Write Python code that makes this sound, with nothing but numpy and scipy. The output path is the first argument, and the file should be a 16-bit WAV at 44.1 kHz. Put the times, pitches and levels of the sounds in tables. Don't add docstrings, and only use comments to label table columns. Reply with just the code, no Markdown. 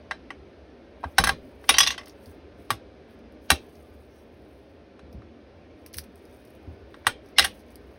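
import sys
import numpy as np
from scipy import signal
from scipy.fft import rfft, irfft, next_fast_len
from scipy.io import wavfile
from scipy.ndimage import uniform_filter1d

SR = 44100
rng = np.random.default_rng(int(sys.argv[2]) if len(sys.argv) > 2 else 0)


def wrap_up_sound(samples):
    columns = np.atleast_2d(samples).T
    tamed = np.clip(columns, -1, 1)
    steps = np.round(tamed * 32767).astype(np.int16)
    wavfile.write(sys.argv[1], SR, steps)


def decibels_to_gain(level_db):
    exponent = np.asarray(level_db, float) / 20
    return 10 ** exponent


N = 351918
HELD_T60, FREE_T60 = .022, .07

# (t/s, peak level/dB, body level/dB, edge level/dB, hollow f/Hz)
PRIES = [
    (1.031, -61, 22.12, -5, 866),
    (1.0375, -57, 28.78, -11, 890),
    (1.0405, -51, 29, -12, 880),
]
# (t/s, peak level/dB, body level/dB, edge level/dB, hollow f/Hz)
CASE_KNOCKS = [(0.1102, -34.5, 10.5, -42, 1860), (0.117, -42.5, 15, -36, 1980),
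               (0.3043, -42, 10, -46, 1980), (1.1825, -16, 3.5, -1.5, 1494), (1.1853, -17, 5, -5, 1620),
               (1.1995, -31.5, 2, -32, 1990), (1.2385, -21.5, 5.5, 1, 1600), (1.2425, -23.5, -4, -4, 1600),
               (1.255, -33.5, 3, -28, 1530), (1.2668, -34.5, -0.5, -5, 1800),
               (1.2718, -25, 7.5, -0.5, 1600), (1.2875, -31.5, 1, -1, 1496), (1.2922, -21.5, 5.5, -7, 1647)]
# (f/Hz, level/dB, t60/s)
CASE_RING = [(790, -6, .02), (1130, -6, .03), (1610, 0, .03), (1990, -5, .03), (2700, -7, .02),
             (3160, -6, .025), (3950, -2, .014), (4500, -5, 0.014), (5400, -6, .02), (6200, -8, .022),
             (8400, -12.5, .02), (10000, -7.5, .02)]
# (t/s, peak level/dB, body level/dB, edge level/dB, hollow f/Hz)
LID_DROP = [
    (1.6908, -12.5, -12, -2, 1130),
    (1.6933, -14, -2, -5.5, 1000),
    (1.6978, -21, -12, -10, 1520),
    (1.7057, -18.5, -10.5, -15, 1130),
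]
# (f/Hz, level/dB, t60/s)
DROP_RING = [(890, -10, .03), (1135, -8, .045), (1520, -8, .03), (2024, -7, .05), (2400, -7, .05),
             (2732, -7, .05), (3000, -2, .015), (3370, -7, .05), (3730, 6, .018), (5233, -6, .04),
             (5706, -5, .04), (6207, -8, .04), (9615, -7, .04), (9959, -5, .04)]
# (t/s, peak level/dB, body level/dB, edge level/dB, hollow f/Hz)
LID_TIPS = [
    (1.7405, -20.5, -9, -36, 1500),
    (1.7515, -33, -8, -34.5, 870),
    (1.7655, -29, -6, -36.5, 1500),
]
# (f/Hz, level/dB, t60/s)
TIP_RING = [(861, -4, .07), (1104, -6, .06), (2089, -7, .045), (2762, -1, .05), (3144, -4, .06),
            (3763, -7, .06), (3941, 0, .03), (4544, -1, .04), (5722, -6, .06), (8452, -14, .03),
            (9798, -12, .03)]
# (t/s, peak level/dB, body level/dB, edge level/dB, hollow f/Hz)
LID_BOUNCES = [
    (1.7835, -11, -7, -1.5, 1896),
    (1.8038, -11.5, -8, -10, 1130),
    (1.8304, -19.5, -12, -17, 1418),
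    (1.8345, -23.5, -15, -19.5, 1450),
    (1.844, -33, -12, -19, 1463),
]
# (f/Hz, level/dB, t60/s)
BOUNCE_RING = [(1130, -11, .025), (1950, -6, .03), (2850, -11, .025), (3110, -6, .03), (3378, -4, .06),
               (3900, -7, .02), (5050, -5, .055), (5730, -3, .04), (6240, -7, .045), (8530, -12, .03),
               (9150, -10, .04), (5980, -6, .04), (7090, -6, .03), (11500, -12, .02)]
# (t/s, peak level/dB, body level/dB, edge level/dB, hollow f/Hz)
LID_RESTS = [
    (1.8638, -21.5, -7.5, -22, 1950),
    (1.8722, -17.5, -11, -10, 1980),
    (1.888, -34, -7, -23, 1950),
    (1.9045, -23.5, -7, -15, 2000),
    (1.92, -35.5, -5, -29, 1950),
]
# (f/Hz, level/dB, t60/s)
REST_RING = [(1130, -1.5, .03), (2020, -3.5, .03), (2790, -2.5, .03), (3590, 4, 0.025), (4140, -3, .03),
             (4800, -9, .03), (5868, 0, .03), (6480, -3, .03), (8470, -10, .03), (10240, -15.5, .03),
             (12320, -15.5, .03)]
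# (t/s, peak level/dB, body level/dB, edge level/dB, hollow f/Hz)
LID_TOUCHES = [
    (1.6405, -53, 7, -24.5, 1400),
    (1.9424, -49.5, 8.5, -35, 1600),
    (1.9785, -34, -2.5, -45.5, 1960),
    (1.992, -48, 4, -34, 1920),
    (2.012, -52.5, 9.5, -32, 1900),
    (2.033, -54, 2.5, -33, 1190),
    (2.07, -51, -0.5, -32, 1170),
]
# (f/Hz, level/dB, t60/s)
TOUCH_RING = [(800, -9.5, .03), (1130, -4, .03), (2060, 1, .03), (2680, -2, .03), (3150, -2, .03),
              (3750, -3, .02), (4550, -4.5, .03), (5230, -5, .03), (5700, -5, .03), (8860, -14, .03),
              (10018, -6, .03), (11400, -6.5, .03)]
# (t/s, peak level/dB, body level/dB, edge level/dB, hollow f/Hz)
BLOCK_FLAT = [
    (2.7043, -25, 8, 2, 1117),
    (2.7085, -30, -4, -5.5, 1156),
    (2.7135, -36, 4.5, -9, 1124),
]
# (f/Hz, level/dB, t60/s)
FLAT_RING = [(790, -5, .02), (1146, 0, .03), (1345, -6, .02), (1880, -3, .02), (2400, -6, .02),
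             (2690, -4, .02), (3170, -6, .03), (3450, -5, .03), (3890, -1, .02), (4410, -5, .03),
             (5120, -4, .03), (8090, 1, .03), (9630, -4.5, .03), (11460, -6, .03)]
# (t/s, peak level/dB, body level/dB, edge level/dB, hollow f/Hz)
BLOCK_KNOCKS = [
    (3.5028, -11.5, -1, -2.5, 1492),
    (3.5075, -24, 0.5, 4, 1600),
    (3.5149, -20, 0.5, -4, 790),
    (4.9926, -55, 6.5, -35, 1193),
    (5.2195, -68.5, 19, -29, 1197),
]
# (f/Hz, level/dB, t60/s)
BLOCK_RING = [(790, -4.5, .03), (1130, -5.5, .03), (1600, -4, .03), (1860, 0, .03), (2400, -1, .03),
              (2726, 0.5, .03), (3460, -8, 0.022), (4000, 5.5, .012), (4756, -9, .015), (5600, -3, 0.03),
              (6600, -5, .02), (8430, -6, .03), (10030, -6.5, .03), (11500, -3, .03)]
# (t/s, peak level/dB, body level/dB, edge level/dB, hollow f/Hz)
BLOCK_CORNER = [
    (6.9422, -52, 9, -28.5, 1557),
    (7.048, -67.5, 22, -35, 1500),
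    (7.0675, -18.5, 6, -2.5, 1530),
    (7.072, -28, -6, 1, 1860),
]
# (f/Hz, level/dB, t60/s)
CORNER_RING = [(770, -9, .03), (1178, -8, .03), (1504, -0.5, .03), (1924, 4, .02), (2890, -9, .02),
               (3200, -12, .015), (3720, 2, .014), (4094, 2, .012), (4730, -5, .015), (5580, -5, .02),
               (8550, 2, .03), (9900, -4, .03)]
# (t/s, peak level/dB, body level/dB, edge level/dB, hollow f/Hz)
RIM_KNOCKS = [
    (7.3836, -8.5, -11, -13, 1700),
    (7.394, -9, -7, -9.5, 1857),
    (7.4015, -23, -8.5, -13.5, 2020),
]
# (f/Hz, level/dB, t60/s)
RIM_RING = [(795, 0, .03), (1125, -14, .02), (1650, -6, .02), (2030, -1, .022), (2460, -2, .015),
            (2875, -5, .03), (3480, -5, .015), (3930, 3, .016), (4250, 1, .012), (5170, -1, .025),
            (5600, -6, .015), (6660, -10, .015), (8500, -10, .03), (9900, -9, .03)]
# (t/s, peak level/dB, body level/dB, edge level/dB, hollow f/Hz)
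RIM_SETTLES = [(7.4205, -28.5, -12.5, -25, 2100), (7.4255, -25, -5, -20, 2070),
               (7.441, -25.5, -7, -14, 1630), (7.4445, -24, 0.5, 0, 1710), (7.4475, -25, -3.5, -2.5, 1600),
               (7.4525, -28.5, -4, -14, 1900), (7.4625, -37.5, 1, -21, 1610), (7.469, -41.5, 2, -21, 1790)]
# (f/Hz, level/dB, t60/s)
SETTLE_RING = [(797, -6, .03), (1600, -4, .02), (1938, -2, .02), (2860, -2, .03), (3400, -3, .02),
               (3680, -2, .02), (4600, -5, .015), (5400, -7, .02), (5840, -5, .02), (8500, -11, .03),
               (9615, -13, .03), (9960, -10, .03), (11500, -10, .03)]
# (f/Hz, level/dB)
SQUEAL_NOTES = [(2120, 0), (3500, -10), (4250, -8), (5300, -6)]
# (f/Hz, level/dB, t60/s)
DESK_RING = [(788, 0, .06), (1135, -1, .05), (1605, -2, .045), (1865, -2, .045), (2025, -5, .04),
             (2730, -7, .04), (2865, -4, .045), (3150, -5, .04), (3945, -7, .03), (5230, -8, .03),
             (8400, -2, .03), (9615, -2, .04), (9958, -4, .04)]
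# (t/s, peak level over 7.5 kHz/dB, lower level/dB)
CHARM_TICKS = [(2.0582, -45, -1), (2.081, -40.5, -11), (2.0954, -56, 11), (2.2583, -46.5, -3.5),
               (3.1087, -59.5, -9), (3.1892, -61.5, -5.5), (3.3226, -60, -10), (3.7534, -52, -3.5),
               (5.1278, -53, -2), (6.1567, -48, -25), (6.1784, -58, -7.5), (6.2532, -52, -5),
               (6.3261, -57, -8.5), (6.4513, -50.5, -8.5), (6.474, -58.5, -3), (6.5046, -55, -11.5),
               (6.5514, -53, -16), (6.6288, -61, -11.5), (7.2604, -56.5, -2.5), (7.2877, -54.5, -3),
               (7.5945, -56, -4), (7.6045, -56.5, -8), (7.6833, -62, -1), (7.7056, -51.5, -15),
               (7.7445, -60.5, -11), (7.8344, -69.5, -1)]
# (t/s, peak level over 7.5 kHz/dB, lower level/dB, desk knock level/dB)
BRACELET_DRAG = [(5.8621, -36, -8, -9.5), (5.93, -44, -13, -25.5), (5.9373, -39.5, 0.5, -31),
                 (5.9425, -29.5, -8, -9), (5.9575, -44, -5, -25), (5.969, -30, -29, -22),
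                 (5.9787, -34, -10, -25), (5.9818, -29, -8, -18), (5.991, -32, -6, -20),
                 (6.0365, -55, 3, -7), (6.0405, -46, -16, -8)]
# (t/s, peak level over 7.5 kHz/dB, lower level/dB, desk knock level/dB)
SNAPS = [
    (5.9848, -19, -7, -10),
    (7.7569, -35, -14, -30),
]
# (t/s, peak level/dB, f/Hz, t60/s)
THUDS = [(1.051, -28.5, 74, 0.08), (1.189, -22.5, 67, 0.12), (1.241, -23, 65, 0.17),
         (1.289, -34.5, 63, 0.16), (1.699, -33, 69, 0.25), (1.798, -38, 61, 0.27), (1.883, -41, 66.5, 0.13),
         (2.266, -40, 85.3, 0.19), (2.708, -31.5, 107.7, 0.12), (3.514, -19, 72, 0.086),
         (5.024, -42.5, 73.6, 0.31), (5.14, -31.5, 64.9, 0.16), (5.175, -40, 110, 0.12),
         (5.229, -45, 79.7, 0.18), (5.954, -36, 76, 0.27), (6.67, -33, 81, 0.21), (6.715, -42, 105, .13),
         (7.07, -35, 102.5, 0.062), (7.404, -34, 70.6, 0.24)]
# (middle t/s, length/s, level/dB)
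STROKES = [(1.116, 0.26, -62.5), (1.483, 0.44, -66), (1.667, 0.12, -53), (2.076, 0.31, -66),
           (2.272, 0.23, -58.5), (2.633, 0.17, -61.5), (3.124, 0.11, -67), (3.33, 0.077, -77),
           (3.458, 0.097, -59.5), (3.641, 0.18, -70), (3.798, 0.6, -64), (4.035, .12, -68),
           (4.176, 0.23, -66.5), (4.509, 0.63, -69.5), (5.121, 0.049, -75), (5.579, 0.095, -86),
           (5.824, 0.15, -68.5), (6.077, 0.095, -74.5), (6.196, 0.16, -65), (6.334, 0.2, -64),
           (6.462, 0.25, -64), (6.57, 0.076, -73.5), (6.703, 0.32, -72), (6.959, 0.22, -67),
           (7.28, 0.16, -67), (7.551, 0.2, -57), (7.72, 0.17, -64), (7.907, .3, -66.5)]
# (f/Hz, level per Hz/dB)
RUSTLE_TONE = [(1500, -30), (4000, -10), (6000, -3), (9000, 0), (12000, 0), (14500, 4), (16000, 5)]
# (f/Hz, t60/s)
ROOM = [(200, 0.62), (1000, 0.086), (3000, 0.18), (6000, 0.135), (12000, 0.095)]
# (f/Hz, level per Hz/dB)
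AIR = [(25, -37), (45, -16), (67, 2.5), (90, -10.5), (150, -14), (280, -7), (360, -7.5), (520, -10.5),
       (750, -19), (1000, -26), (2200, -28.5), (5000, -38.5), (8000, -52), (14000, -61)]
# (t/s, level/dB)
AIR_DRIFT = [(0, 2.5), (.8, 1.5), (2.3, 2.4), (3.3, 1.5), (4.1, -0.2), (5, 0.33), (6.2, 1.3), (7.2, 2.4),
             (7.98, 1.5)]
# (f/Hz, width/Hz, level/dB)
NOTCHES = [(7330, 750, -22), (13450, 700, -28), (15500, 5000, -4)]


def evened(x):
    return x / np.sqrt(np.mean(x ** 2) + 1e-20)


def peaked(x):
    return x / np.sqrt(uniform_filter1d(x ** 2, size=128).max() + 1e-20)


def read(points, hz):
    f, value = np.transpose(points)
    return np.interp(np.log(hz + 1), np.log(f + 1), value)


def add(mix, s, sound):
    part = mix[round(s * SR):][:len(sound)]
    part += sound[:len(part)]


def band(x, hz, kind="band"):
    return signal.sosfilt(signal.butter(2, hz, kind, fs=SR, output="sos"), x)


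def levelled(grit, shape):
    x = grit * shape
    for _ in range(3):
        z = rfft(x)
        x = irfft(z / (abs(z) + 1e-12))
        x = shape * x / np.sqrt(abs(uniform_filter1d(x ** 2, size=24)) + 1e-14)
    return x


def knocks(rows, modes, crack_db, hollow_db, longest, chatter_ms, swell_db=-25, dull_db=0, wood_db=-30, loose=.35):
    out, t, lead = np.zeros(N), np.arange(3584) / SR, .025
    hz, db, t60 = np.transpose(modes)[:, :, None]
    ring = decibels_to_gain(db - 60 * t / np.clip(t60, .008, longest * np.minimum(1, 5000 / hz)))
    since = np.maximum(t - lead, 0)
    for s, peak_db, body_db, edge_db, hollow_hz in rows:
        spot, phase = rng.standard_normal((2, len(modes), 1))
        grit = rng.standard_normal(len(t)) * decibels_to_gain(3 * rng.standard_normal(len(t)))
        push = np.exp(-1000 * since / chatter_ms) + decibels_to_gain(-15) * np.exp(-since / .015)
        chatter = levelled(grit, push * (1 - np.exp(-since / .0005)))
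        blow = 2.1 * chatter / np.linalg.norm(chatter)
        blow += .7 * signal.unit_impulse(len(t), round(lead * SR) + 20)
        notes = ring * decibels_to_gain(1.3 * spot) * np.sin(2 * np.pi * (hz * t + .12 * phase))
        rung = signal.fftconvolve(blow, notes.sum(0))[:len(t)]

        def layer(low, high, dull=0):
            crack = decibels_to_gain(crack_db + low / 1500 + dull) * peaked(band(chatter, [low, high]))
            return peaked(band(rung, [low, high])) + crack

        body, bright, edge = layer(650, 1550, dull_db), layer(1900, 7000), layer(7600, 17000)
        hollow = np.sin(2 * np.pi * hollow_hz * since) * decibels_to_gain(-60 * since / .014)
        hollow = peaked(hollow * (1 - np.exp(-since / .0012)))
        body = peaked(band(body, 620, "high")) + decibels_to_gain(hollow_db) * hollow
        body *= loose + (1 - loose) * np.exp(-since / .0013)
        swell = grit * (t < lead) * np.exp(np.minimum(t - lead, 0) / .0058)
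        swell = decibels_to_gain(swell_db) * peaked(band(swell, [1500, 5500]))
        mat = grit * (t > lead) * np.exp(-since / .022)
        mat = decibels_to_gain(wood_db + body_db) * peaked(band(mat, [240, 620]))
        knock = peaked(bright) + swell + mat
        knock -= decibels_to_gain(body_db) * peaked(body) + decibels_to_gain(edge_db) * peaked(edge)
        add(out, s - lead, decibels_to_gain(peak_db) * knock)
    return out


def case_knocks():
    return knocks(CASE_KNOCKS, CASE_RING, -.5, 0, HELD_T60, chatter_ms=3.2, wood_db=-22.5)


def case_pries():
    return knocks(PRIES, CASE_RING, -2.5, 7, HELD_T60, chatter_ms=2, loose=.7)


def lid_drop():
    out = knocks(LID_DROP, DROP_RING, -.5, -2, FREE_T60, chatter_ms=3.3, wood_db=-14.5, loose=.3)
    return out + knocks(LID_TIPS, TIP_RING, -5.5, -3, FREE_T60, chatter_ms=4.2, wood_db=-21.5, loose=.6)


def lid_touches_and_bounces():
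    out = knocks(LID_TOUCHES, TOUCH_RING, -1, -1, 1.9 * HELD_T60, chatter_ms=5, wood_db=-16.5)
    return out + knocks(LID_BOUNCES, BOUNCE_RING, -5, -3, FREE_T60, chatter_ms=5.43, dull_db=-2.5)


def lid_rests():
    return knocks(LID_RESTS, REST_RING, -6, -3, HELD_T60, chatter_ms=5.8)


def lid_rattle():
    start, end, count = 1.71, 1.96, 12
    when, size = rng.random((count, 2)).T
    part = (np.arange(count) + when) / count
    peak_db = -30 - 12.5 * part ** 2 - 7 * size
    rows = [(start + p * (end - start), db, -10, -22, 900) for p, db in zip(part, peak_db)]
    return knocks(rows, BOUNCE_RING, 2.5, -6.5, HELD_T60, chatter_ms=5.2)


def block():
    out = knocks(BLOCK_KNOCKS, BLOCK_RING, -.5, -1, HELD_T60, chatter_ms=3.2, wood_db=-14, loose=.4)
    out += knocks(BLOCK_FLAT, FLAT_RING, -1, 2.5, 1.3 * HELD_T60, chatter_ms=2.4, wood_db=-21, loose=.36)
    return out + knocks(BLOCK_CORNER, CORNER_RING, -1.5, -4.5, HELD_T60, chatter_ms=3.1, wood_db=-21.5, loose=.12)


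def rim_knocks():
    return knocks(RIM_KNOCKS, RIM_RING, -.5, -1, HELD_T60, chatter_ms=2.3,
                  swell_db=-29, dull_db=-14.5, wood_db=-15.5)


def rim_settles():
    return knocks(RIM_SETTLES, SETTLE_RING, 3, 2, 2 * HELD_T60, chatter_ms=2.5, dull_db=-9.5)


def squeal():
    start, end, final_db, rise_db = 7.36, 7.384, -32, 22
    out, t = np.zeros(N), np.arange(0, end - start, 1 / SR)
    notes = np.zeros(len(t))
    for hz, db in SQUEAL_NOTES:
        notes += decibels_to_gain(db) * evened(band(rng.standard_normal(len(t)), [.975 * hz, 1.025 * hz]))
    add(out, start, decibels_to_gain(final_db - rise_db * (1 - t / t[-1])) * np.minimum(t / .004, 1) * notes)
    return out


def desk_ring(x):
    hz, db, t60 = np.transpose(DESK_RING)[:, :, None]
    t = np.arange(4096) / SR
    notes = decibels_to_gain(db - 60 * t / t60) * np.cos(2 * np.pi * hz * t)
    notes *= 2 * np.log(1000) / (SR * t60)
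    return x + signal.oaconvolve(x, notes.sum(0))[:N]


def charms(rows, tick_ms, fizz_db=-10):
    out, t = np.zeros(N), np.arange(2048) / SR
    for s, peak_db, low_db, *knock_db in rows:
        fall = np.exp(-1000 * t / tick_ms) + decibels_to_gain(fizz_db) * np.exp(-t / .014)
        grit = rng.standard_normal(len(t)) * fall
        tick = peaked(band(grit, 7500, "high"))
        tick += decibels_to_gain(low_db) * peaked(band(grit, [4500, 7000]))
        tick += decibels_to_gain(knock_db).sum() * peaked(band(grit, [1750, 3900]))
        add(out, s, decibels_to_gain(peak_db) * tick)
    return out


def bracelet():
    out = charms(CHARM_TICKS, tick_ms=1.1) + charms(BRACELET_DRAG, tick_ms=1.6)
    return out + charms(SNAPS, tick_ms=.5, fizz_db=-26)


def desk():
    out, t = np.zeros(N), np.arange(SR // 2) / SR
    for s, peak_db, hz, t60 in THUDS:
        rumble = evened(band(band(rng.standard_normal(len(t)), 280, "low"), [120, 330]))
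        swing = np.sin(2 * np.pi * hz * t) + decibels_to_gain(-8 - 150 * t) * rumble
        push = 1 - np.exp(-t / .009)
        add(out, s, decibels_to_gain(peak_db) * peaked(swing * decibels_to_gain(-60 * t / t60) * push))
    return band(band(out, 42, "high"), 45, "high")


def hiss(tone, patchy_db, size, standing_db=0):
    hz = np.fft.rfftfreq(size, 1 / SR)
    a, b, patches = rng.standard_normal((4 * N // size + 5, len(hz), 3)).T
    patches = evened(uniform_filter1d(uniform_filter1d(patches, size=4, axis=0), size=8, axis=1))
    standing = standing_db * evened(uniform_filter1d(rng.standard_normal(len(hz)), size=2))[:, None]
    z = (a + 1j * b) * decibels_to_gain(standing + read(tone, hz)[:, None] + patchy_db * patches)
    return evened(signal.istft(z, nperseg=size, noverlap=size * 3 // 4)[1][:N])


def rustle():
    t = np.arange(N) / SR
    level = np.full(N, decibels_to_gain(-106))
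    for s, length, db in STROKES:
        near = slice(round((s - length) * SR), round((s + length) * SR))
        level[near] += decibels_to_gain(db) * np.exp(-(3 * (t[near] - s) / length) ** 2)
    grain = decibels_to_gain(2.7 * evened(uniform_filter1d(rng.standard_normal(N), size=400)))
    return level * evened(grain * hiss(RUSTLE_TONE, patchy_db=3, size=512))


def card_slide():
    middle, length, hz = 4.16, .13, 5900
    t = np.arange(N) / SR
    swish = evened(band(rng.standard_normal(N), [.9 * hz, 1.04 * hz]))
    return decibels_to_gain(-73) * swish * np.exp(-(2 * (t - middle) / length) ** 4)


def tail():
    taps = np.zeros(SR // 2)
    at = np.arange(120, len(taps) - 20, 20)
    taps[at + rng.integers(0, 20, len(at))] = rng.choice([-1., 1.], len(at))
    hz, t, z = signal.stft(taps, SR, nperseg=256)
    fall_db = -60 * t / read(ROOM, hz)[:, None]
    fall = decibels_to_gain(fall_db) + decibels_to_gain(-23 + fall_db / 1.6)
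    z = rfft(signal.istft(z * fall, SR, nperseg=256)[1][:len(taps)])
    cap = 1.1 * uniform_filter1d(abs(z), size=300)
    even = irfft(z * np.minimum(1, cap / (abs(z) + 1e-20)))[:len(taps) // 2]
    even[:101] = 0
    return even / np.linalg.norm(even)


def room(x):
    spots, spots_per_s = 2, 17
    turn = np.pi * spots_per_s * np.arange(N) / SR / spots
    wobble = evened(uniform_filter1d(uniform_filter1d(rng.standard_normal(N), size=90), size=90))
    blurred = (signal.hilbert(x, next_fast_len(N))[:N] * np.exp(2.6j * wobble)).real
    out = np.zeros(N)
    for k in range(spots):
        share = np.sqrt(2 / spots) * np.cos(turn + np.pi * k / spots)
        out += signal.fftconvolve(blurred * share, tail())[:N]
    return out


def air():
    drift_db = np.interp(np.arange(N) / SR, *np.transpose(AIR_DRIFT))
    return decibels_to_gain(-50.5 + drift_db) * hiss(AIR, patchy_db=1.5, size=4096, standing_db=1.8)


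def scene():
    hits = case_knocks() + lid_touches_and_bounces() + block() + lid_rests() + rim_knocks()
    hits += lid_rattle() + case_pries() + lid_drop() + rim_settles() + squeal()
    hits *= decibels_to_gain(-1.5)
    ticks = bracelet()
    bed = air()
    echoes = room(decibels_to_gain(-12) * hits + decibels_to_gain(-17) * ticks)
    return (desk_ring(hits) + ticks + echoes + desk() + rustle() + card_slide() + bed)[None]


def roll_off(x):
    return signal.sosfilt(signal.butter(12, 17000, fs=SR, output="sos"), x)


def record(dry):
    hz = np.fft.rfftfreq(4096, 1 / SR)
    colour_db = sum(db / (1 + (2 * (hz - f) / width) ** 2) for f, width, db in NOTCHES)
    colour_db = np.maximum(colour_db - .06 * np.maximum(hz - 15750, 0), -80)
    full = np.log(decibels_to_gain(np.r_[colour_db, colour_db[-2:0:-1]]))
    taps = np.fft.ifft(np.exp(np.conj(signal.hilbert(full)))).real[:2048]
    x = signal.fftconvolve(dry, taps[None], axes=1)[:, :N]
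    power_db = 10 * np.log10(abs(uniform_filter1d(x[0] ** 2, size=900)) + 1e-12)
    fall = np.arange(N) * 74 / SR
    over_db = np.maximum(np.maximum.accumulate(power_db + fall) - fall + 5.5, 0)
    duck = decibels_to_gain(-.25 * signal.lfilter([.002], [1, -.998], over_db))
    return roll_off(np.clip(x * duck, -1, 1))


dry = scene()
out = record(dry)
wrap_up_sound(out)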